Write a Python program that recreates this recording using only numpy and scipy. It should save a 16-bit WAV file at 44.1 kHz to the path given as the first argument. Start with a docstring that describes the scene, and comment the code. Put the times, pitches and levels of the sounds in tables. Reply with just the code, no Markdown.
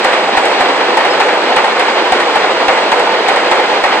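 """Freight train on a girder bridge

Beside a river weir, a close pair of microphones hears a freight train cross a steel bridge. Water rushes in the
distance. Wheels roar on the rails and make the girders drone; axle after axle knocks over one rail joint, four
to each coupling, and the wagons rattle after every knock. A low thump sounds with each knock; at this range the
loud knocks overload the recorder, and a fast limiter catches them."""
import sys
import numpy as np
from scipy import signal
from scipy.fft import rfft, irfft
from scipy.io import wavfile
from scipy.ndimage import uniform_filter1d, minimum_filter1d

SR = 44100
rng = np.random.default_rng(int(sys.argv[2]) if len(sys.argv) > 2 else 0)


def waveform_to_disk(signal):
    """Save audio, clipped to [-1, 1], as 16-bit WAV at the path in sys.argv[1]."""
    frames = np.transpose(np.atleast_2d(signal))
    scaled = np.clip(frames, -1, 1) * 32767
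    samples = np.round(scaled).astype(np.int16)
    wavfile.write(sys.argv[1], SR, samples)


N = 176400

# Noise spectra of distant water and of wheels on rail: freq_hz, density_db
WEIR_SPECTRUM = [(100, -26), (200, -19), (800, -1), (2500, 0), (4500, -2.5), (6000, -6), (8000, -8),
                 (8900, -12.5), (9600, -23.5), (10500, -66), (16000, -72)]
ROAR_SPECTRUM = [(25, -40.5), (100, -53), (135, -40), (175, -27), (250, -10.5), (350, -4), (450, -1.5),
                 (620, -1.5), (800, -3), (980, -1.5), (1200, -5.5), (1900, -7), (2700, -10.5),
                 (4400, -15.5), (5800, -29.5), (9000, -51), (12000, -98)]
# Bands of the roar that surge on their own: centre_hz
SURGE_BANDS = [510, 700, 1000]
# Resonances of girders and rails: pitch_hz, half_width_hz, level_db
GIRDER_MODES = [(176, 15.7, -44), (220.5, 24, -39.5), (363, 35, -31), (490, 18, -24.5), (513.6, 10, -30.5),
                (681, 46, -29), (797, 23, -26), (880, 40, -24)]
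# Load shifting on to a girder: start_s, pitch_hz, level_db
GIRDER_BOOMS = [(.045,522,-17), (.425,473,-19), (.925,480,-17), (1.24,497,-19), (2.16,458,-20),
                (2.395,481,-18), (2.955,492,-13), (3.515,535,-12.5)]
# Flanges rubbing the rail: centre_s, pitch_hz, level_db
FLANGE_SQUEAKS = [(.81, 4830, -36), (1.115, 5160, -22)]
# Loose couplings: start_s, level_db
COUPLING_CHINKS = [(.755, -34), (1.105, -35), (2.265, -37), (2.505, -33), (2.725, -33), (2.805, -33)]
# Duller knocks further along the bridge: start_s, level_db, pitch_hz
DISTANT_KNOCKS = [(.350,0.5,873), (.803,-1.5,850), (1.005,-0.5,737), (1.520,0.5,760), (1.583,2.5,866),
                  (2.600,-1,940), (3.091,-1,880), (3.558,-3.5,980), (3.715,-7.5,890)]
# Near axle knocks, each with a low thump: start_s, ring_db, pitch_hz, crash_db, click_db, thump_db (added to
# THUMP_DB)
AXLE_KNOCKS = [(.045,4,824,4,1,-5.5), (.130,-11,980,2,-7,-27.5), (.371,6,824,4.5,4,6.5),
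               (.453,-11,890,-0.5,0.5,-5), (.606,2.5,780,2,1.5,-3), (.684,-8,870,-2.5,-17,-22),
               (.971,3.5,890,3.5,1.5,-9), (1.050,-2.5,820,-1,-3.5,-14), (1.201,5,793,5.5,1,-20),
               (1.284,2,970,-1.5,-21,-22), (1.564,4,770,5.5,0.5,-6), (1.642,-1,880,-0.5,-1,-15),
               (1.794,-1.5,830,2.5,-0.5,-7.5), (1.880,-1.5,766,-0.5,-20,-14), (2.121,6,766,4,1,6),
               (2.201,-5.5,787,1,-4,-12), (2.357,3.5,860,1.5,-0.5,-0.5), (2.441,-3.5,805,-1,-16,-24),
               (2.681,4.5,777,6,-3,2), (2.772,-11,845,-3,-14,-20.5), (2.918,6,873,3.5,0.5,-4),
               (2.994,-4.5,900,-0.5,-2.5,-17), (3.283,1.5,770,2.5,2.5,-2), (3.360,-2,830,-1.5,-3.5,-14.5),
               (3.513,-1,855,5.5,0,-9), (3.596,0,855,-2,-16,-11), (3.838,5.5,780,4,-3,1),
               (3.925,-3.5,810,0,-21,-12)]
# Modes of wheel and rail: pitch_hz, level_db, t60_s
WHEEL_MODES = [(532, -9, 0.12), (752.7, -3.5, 0.12), (823.5, -4, 0.089), (885, -2.5, 0.091),
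               (983, -8.5, 0.19), (1129, -14.5, 0.093), (1410, -22.5, 0.03), (1887, -5.5, 0.069),
               (2150, -5.5, 0.031)]
# Spectra of the four noises in a knock: freq_hz, density_db
CLICK_SPECTRUM = [(200, -27.5), (1000, -20), (3800, 6.5), (5800, -4.5), (8000, 1.5), (9300, -5.5),
                  (10500, -14), (14000, -22), (16000, -32)]
CRASH_SPECTRUM = [(150, -42.5), (400, -24), (800, -0.5), (1200, -2), (2000, 1.5), (3000, -7), (4300, -9.5),
                  (6000, -23.5), (9000, -57)]
RATTLE_SPECTRUM = [(120, -49), (280, -20), (500, 8.5), (950, 5.5), (1300, 3.5), (2200, 2), (4300, -21),
                   (6000, -24), (8200, -20.5), (10000, -57)]
SHIMMER_SPECTRUM = [(1500, -8), (2800, 10), (4100, 8), (5800, -7), (7900, -4), (9000, -1.5), (9800, -24),
                    (11000, -64)]
# How alike the two microphones sound: freq_hz, correlation (clipped to 0-1 in use)
MIC_LIKENESS = [(60, 4), (250, 3.5), (500, 0.78), (850, 1.04), (1150, 0.72), (2200, 0.62), (2900, 0.4),
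                (4100, 0.57), (5600, 0.49), (9000, -1.5)]
# Phase between the microphones: freq_hz, left_lead_rad
MIC_PHASE = [(100, 0.5), (550, 0.14), (1000, -0.96), (1800, 1.02), (2500, 0.48), (3600, 2.5), (5000, 4),
             (6100, 3), (7800, 5), (9200, 4)]
# Balance of the pair: freq_hz, left_minus_right_db
MIC_BALANCE = [(100, -0.5), (200, -1.5), (330, 0), (520, -1.9), (750, 0.5), (1000, -1.7), (1800, 0.5),
               (3000, -3.5), (4400, -2), (6000, -4), (9000, -5.5)]
# The recorder's wind filter: freq_hz, gain_db
WIND_FILTER = [(100, -6.5), (170, 0)]

WEIR_DB, ROAR_DB, ROAR_FLUTTER_DB, SURGE_DB = -29.5, -12, 0.95, 0.66
SING_HZ, SING_DB, SING_FADE_DB_PER_S = 7793, -45.5, 5
CLICK_DB, CLICK_ATTACK_S, CLICK_T60_S, CLICK_LEAD_S = -18, 0.0061, 0.064, 0.0034
CRASH_DB, CRASH_ATTACK_S, CRASH_T60_S, FAR_CRASH_DB = -12, 0.0022, 0.12, -3
RATTLE_DB, RATTLE_ATTACK_S, RATTLE_T60_S = -15, 0.0066, 0.67
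SHIMMER_DB, SHIMMER_T60_S = -29.5, 0.54
THUMP_DB, THUMP_HZ, THUMP_RISE_S = -24, 56, 0.0034
RING_DB, RING_SCATTER_DB, RING_DETUNE = -10, 1, 0.011
FOCUS_DB, FOCUS_WIDTH_HZ = 7, 70  # lift of the modes near a knock's pitch
DUCK_DB, DUCK_RELEASE_S, LIMITER_SAMPLES, TOP_CUT_HZ = 1, 0.066, 7, 15800

TIME_S = np.arange(N) / SR
BIN_HZ = np.maximum(np.arange(N // 2 + 1) * SR / N, 1)


def undb(db):
    """Decibels to gain."""
    return 10 ** (np.asarray(db) / 20)


def curve(points):
    """Join (freq_hz, value) points on a log-frequency axis."""
    hz, value = np.array(points, float).T
    return np.interp(np.log(BIN_HZ), np.log(hz), value)


def resonance(hz, half_width_hz):
    """Gain around one resonance."""
    return 1 / (1 + ((BIN_HZ - hz) / half_width_hz) ** 2)


def noise(gain):
    """Stereo noise of rms 1 with this spectrum, less alike left and right towards the treble."""
    alike = np.clip(curve(MIC_LIKENESS), 0, 1)
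    mid, side = rfft(rng.standard_normal((2, N))) * gain * np.sqrt([1 + alike, 1 - alike])
    pair = irfft(np.array([mid + side, mid - side]), N)
    return pair / pair.std()


def band_noise(spectrum):
    """Stereo noise coloured by a spectrum table."""
    return noise(undb(curve(spectrum)))


def wander(rate_hz):
    """Smooth random drift with spread 1."""
    drift = irfft(rfft(rng.standard_normal(N)) * resonance(0, rate_hz), N)
    return (drift - drift.mean()) / drift.std()


def bursts(hits, attack_s, t60_s):
    """Envelope of (start_s, level_db) blows that rise and die away; their powers add."""
    power = np.zeros(N)
    for start, db in hits:
        age = np.maximum(TIME_S - start, 0)
        power += (undb(db - 60 * age / t60_s) * np.minimum(age / attack_s, 1)) ** 2
    return np.sqrt(power)


def tone_swells(tones, rise_s):
    """A low tone swells and dies away after each start: (start_s, pitch_hz, level_db)."""
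    out = np.zeros(N)
    for start, hz, db in tones:
        age = np.maximum(TIME_S - start, 0)
        out += undb(db) * age / rise_s * np.exp(1 - age / rise_s) * np.sin(2 * np.pi * hz * age)
    return out


def weir():
    """Water rushes over the weir, smoothed by distance."""
    return undb(WEIR_DB + 0.56 * wander(11)) * band_noise(WEIR_SPECTRUM)


def flanges():
    """One wheel sings thinly as it moves away; others squeak briefly against the rail."""
    out = undb(SING_DB - SING_FADE_DB_PER_S * TIME_S) * noise(resonance(SING_HZ, half_width_hz=11))
    for centre, hz, db in FLANGE_SQUEAKS:
        envelope = undb(db) * np.exp(-((TIME_S - centre) / 0.015) ** 2)
        wavering_hz = hz * (1 + 0.013 * wander(150))
        out += envelope * np.sin(2 * np.pi * np.cumsum(wavering_hz) / SR)
    return out


def girders():
    """The girders drone under the wheels and boom as the load shifts on to them."""
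    drone = sum(undb(db) * noise(resonance(hz, width)) for hz, width, db in GIRDER_MODES)
    return drone + tone_swells(GIRDER_BOOMS, rise_s=0.021)


def wheel_roar():
    """Rough wheels roar and surge on the rails."""
    roar = undb(ROAR_DB + ROAR_FLUTTER_DB * wander(19)) * band_noise(ROAR_SPECTRUM)
    bands = [irfft(rfft(roar) * resonance(hz, hz / 6), N) for hz in SURGE_BANDS]
    return roar + sum((undb(SURGE_DB * wander(10)) - 1) * band for band in bands)


def couplings():
    """Loose steel parts chink between the axle blows."""
    envelope = bursts(COUPLING_CHINKS, CLICK_ATTACK_S, t60_s=0.16)
    return envelope * noise(resonance(7670, 900) ** 2)


def knock_thumps():
    """A low thump sounds with each near knock, at the level listed for that knock."""
    thumps = [(start, THUMP_HZ, THUMP_DB + db) for start, *_, db in AXLE_KNOCKS]
    return tone_swells(thumps, THUMP_RISE_S)


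def wheel_rings():
    """Each knock, near or far, rings the modes of wheel and rail, every wheel a little differently."""
    out = np.zeros(N + SR)
    age = np.arange(SR // 2) / SR
    attack = np.minimum(age / CRASH_ATTACK_S, 1)
    for start, knock_db, pitch, *_ in AXLE_KNOCKS + DISTANT_KNOCKS:
        first = int(start * SR)
        scatter = rng.standard_normal((len(WHEEL_MODES), 2)) * [RING_SCATTER_DB, RING_DETUNE]
        for (hz, mode_db, t60), (scatter_db, detune) in zip(WHEEL_MODES, scatter):
            focus_db = FOCUS_DB * np.exp(-((hz - pitch) / FOCUS_WIDTH_HZ) ** 2)
            decay = undb(knock_db + mode_db + focus_db + scatter_db - 60 * age / t60)
            phase = 2 * np.pi * hz * (1 + detune) * age + rng.uniform(0, 2 * np.pi)
            out[first:first + len(age)] += attack * decay * np.sin(phase)
    return undb(RING_DB) * out[:N]


def rail_joint():
    """A wheel drops into the joint: click and bogie crash; then steel shimmers and the wagon rattles."""
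    clicks = [(start - CLICK_LEAD_S, db) for start, _, _, _, db, _ in AXLE_KNOCKS]
    crashes = [(start, db) for start, _, _, db, _, _ in AXLE_KNOCKS]
    far_crashes = [(start, db + FAR_CRASH_DB) for start, db, _ in DISTANT_KNOCKS]
    click = bursts(clicks, CLICK_ATTACK_S, CLICK_T60_S) * band_noise(CLICK_SPECTRUM)
    click *= undb(CLICK_DB + 3.2 * wander(250))
    crash = bursts(crashes + far_crashes, CRASH_ATTACK_S, CRASH_T60_S) * band_noise(CRASH_SPECTRUM)
    rattle = bursts(crashes, RATTLE_ATTACK_S, RATTLE_T60_S) * band_noise(RATTLE_SPECTRUM)
    rattle *= undb(RATTLE_DB + 1.1 * wander(41))
    shimmer = bursts(clicks, RATTLE_ATTACK_S, SHIMMER_T60_S) * band_noise(SHIMMER_SPECTRUM)
    return click + undb(CRASH_DB) * crash + undb(SHIMMER_DB) * shimmer + rattle


def scene():
    """Train and river at the pair: in most bands a little earlier on the left, louder on the right."""
    train = rail_joint() + wheel_rings() + couplings() + wheel_roar() + girders() + flanges()
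    tilt = undb(curve(MIC_BALANCE) / 2)
    left, right = tilt * np.exp(1j * curve(MIC_PHASE)), 1 / tilt
    return irfft(rfft(train + knock_thumps() + weir()) * np.array([left, right]), N)


def record(dry):
    """The recorder ducks briefly after overloads, limits what is still too loud, and cuts bass and top."""
    overloaded = np.abs(dry).max(axis=0) > 1
    since_overload_s = TIME_S - np.maximum.accumulate(np.where(overloaded, TIME_S, -1))
    duck = signal.lfilter(*signal.butter(1, 20, fs=SR), np.exp(-since_overload_s / DUCK_RELEASE_S))
    ducked = dry * undb(-DUCK_DB * duck)
    limiter_gain = minimum_filter1d(1 / np.maximum(np.abs(ducked), 1), size=2 * LIMITER_SAMPLES - 1)
    for _ in range(2):  # round off the gain's corners
        limiter_gain = uniform_filter1d(limiter_gain, size=LIMITER_SAMPLES)
    bass_cut = irfft(rfft(ducked * limiter_gain) * undb(curve(WIND_FILTER)), N)
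    return signal.sosfilt(signal.ellip(8, 0.2, 70, TOP_CUT_HZ, fs=SR, output="sos"), bass_cut)


dry = scene()
out = record(dry)
waveform_to_disk(out)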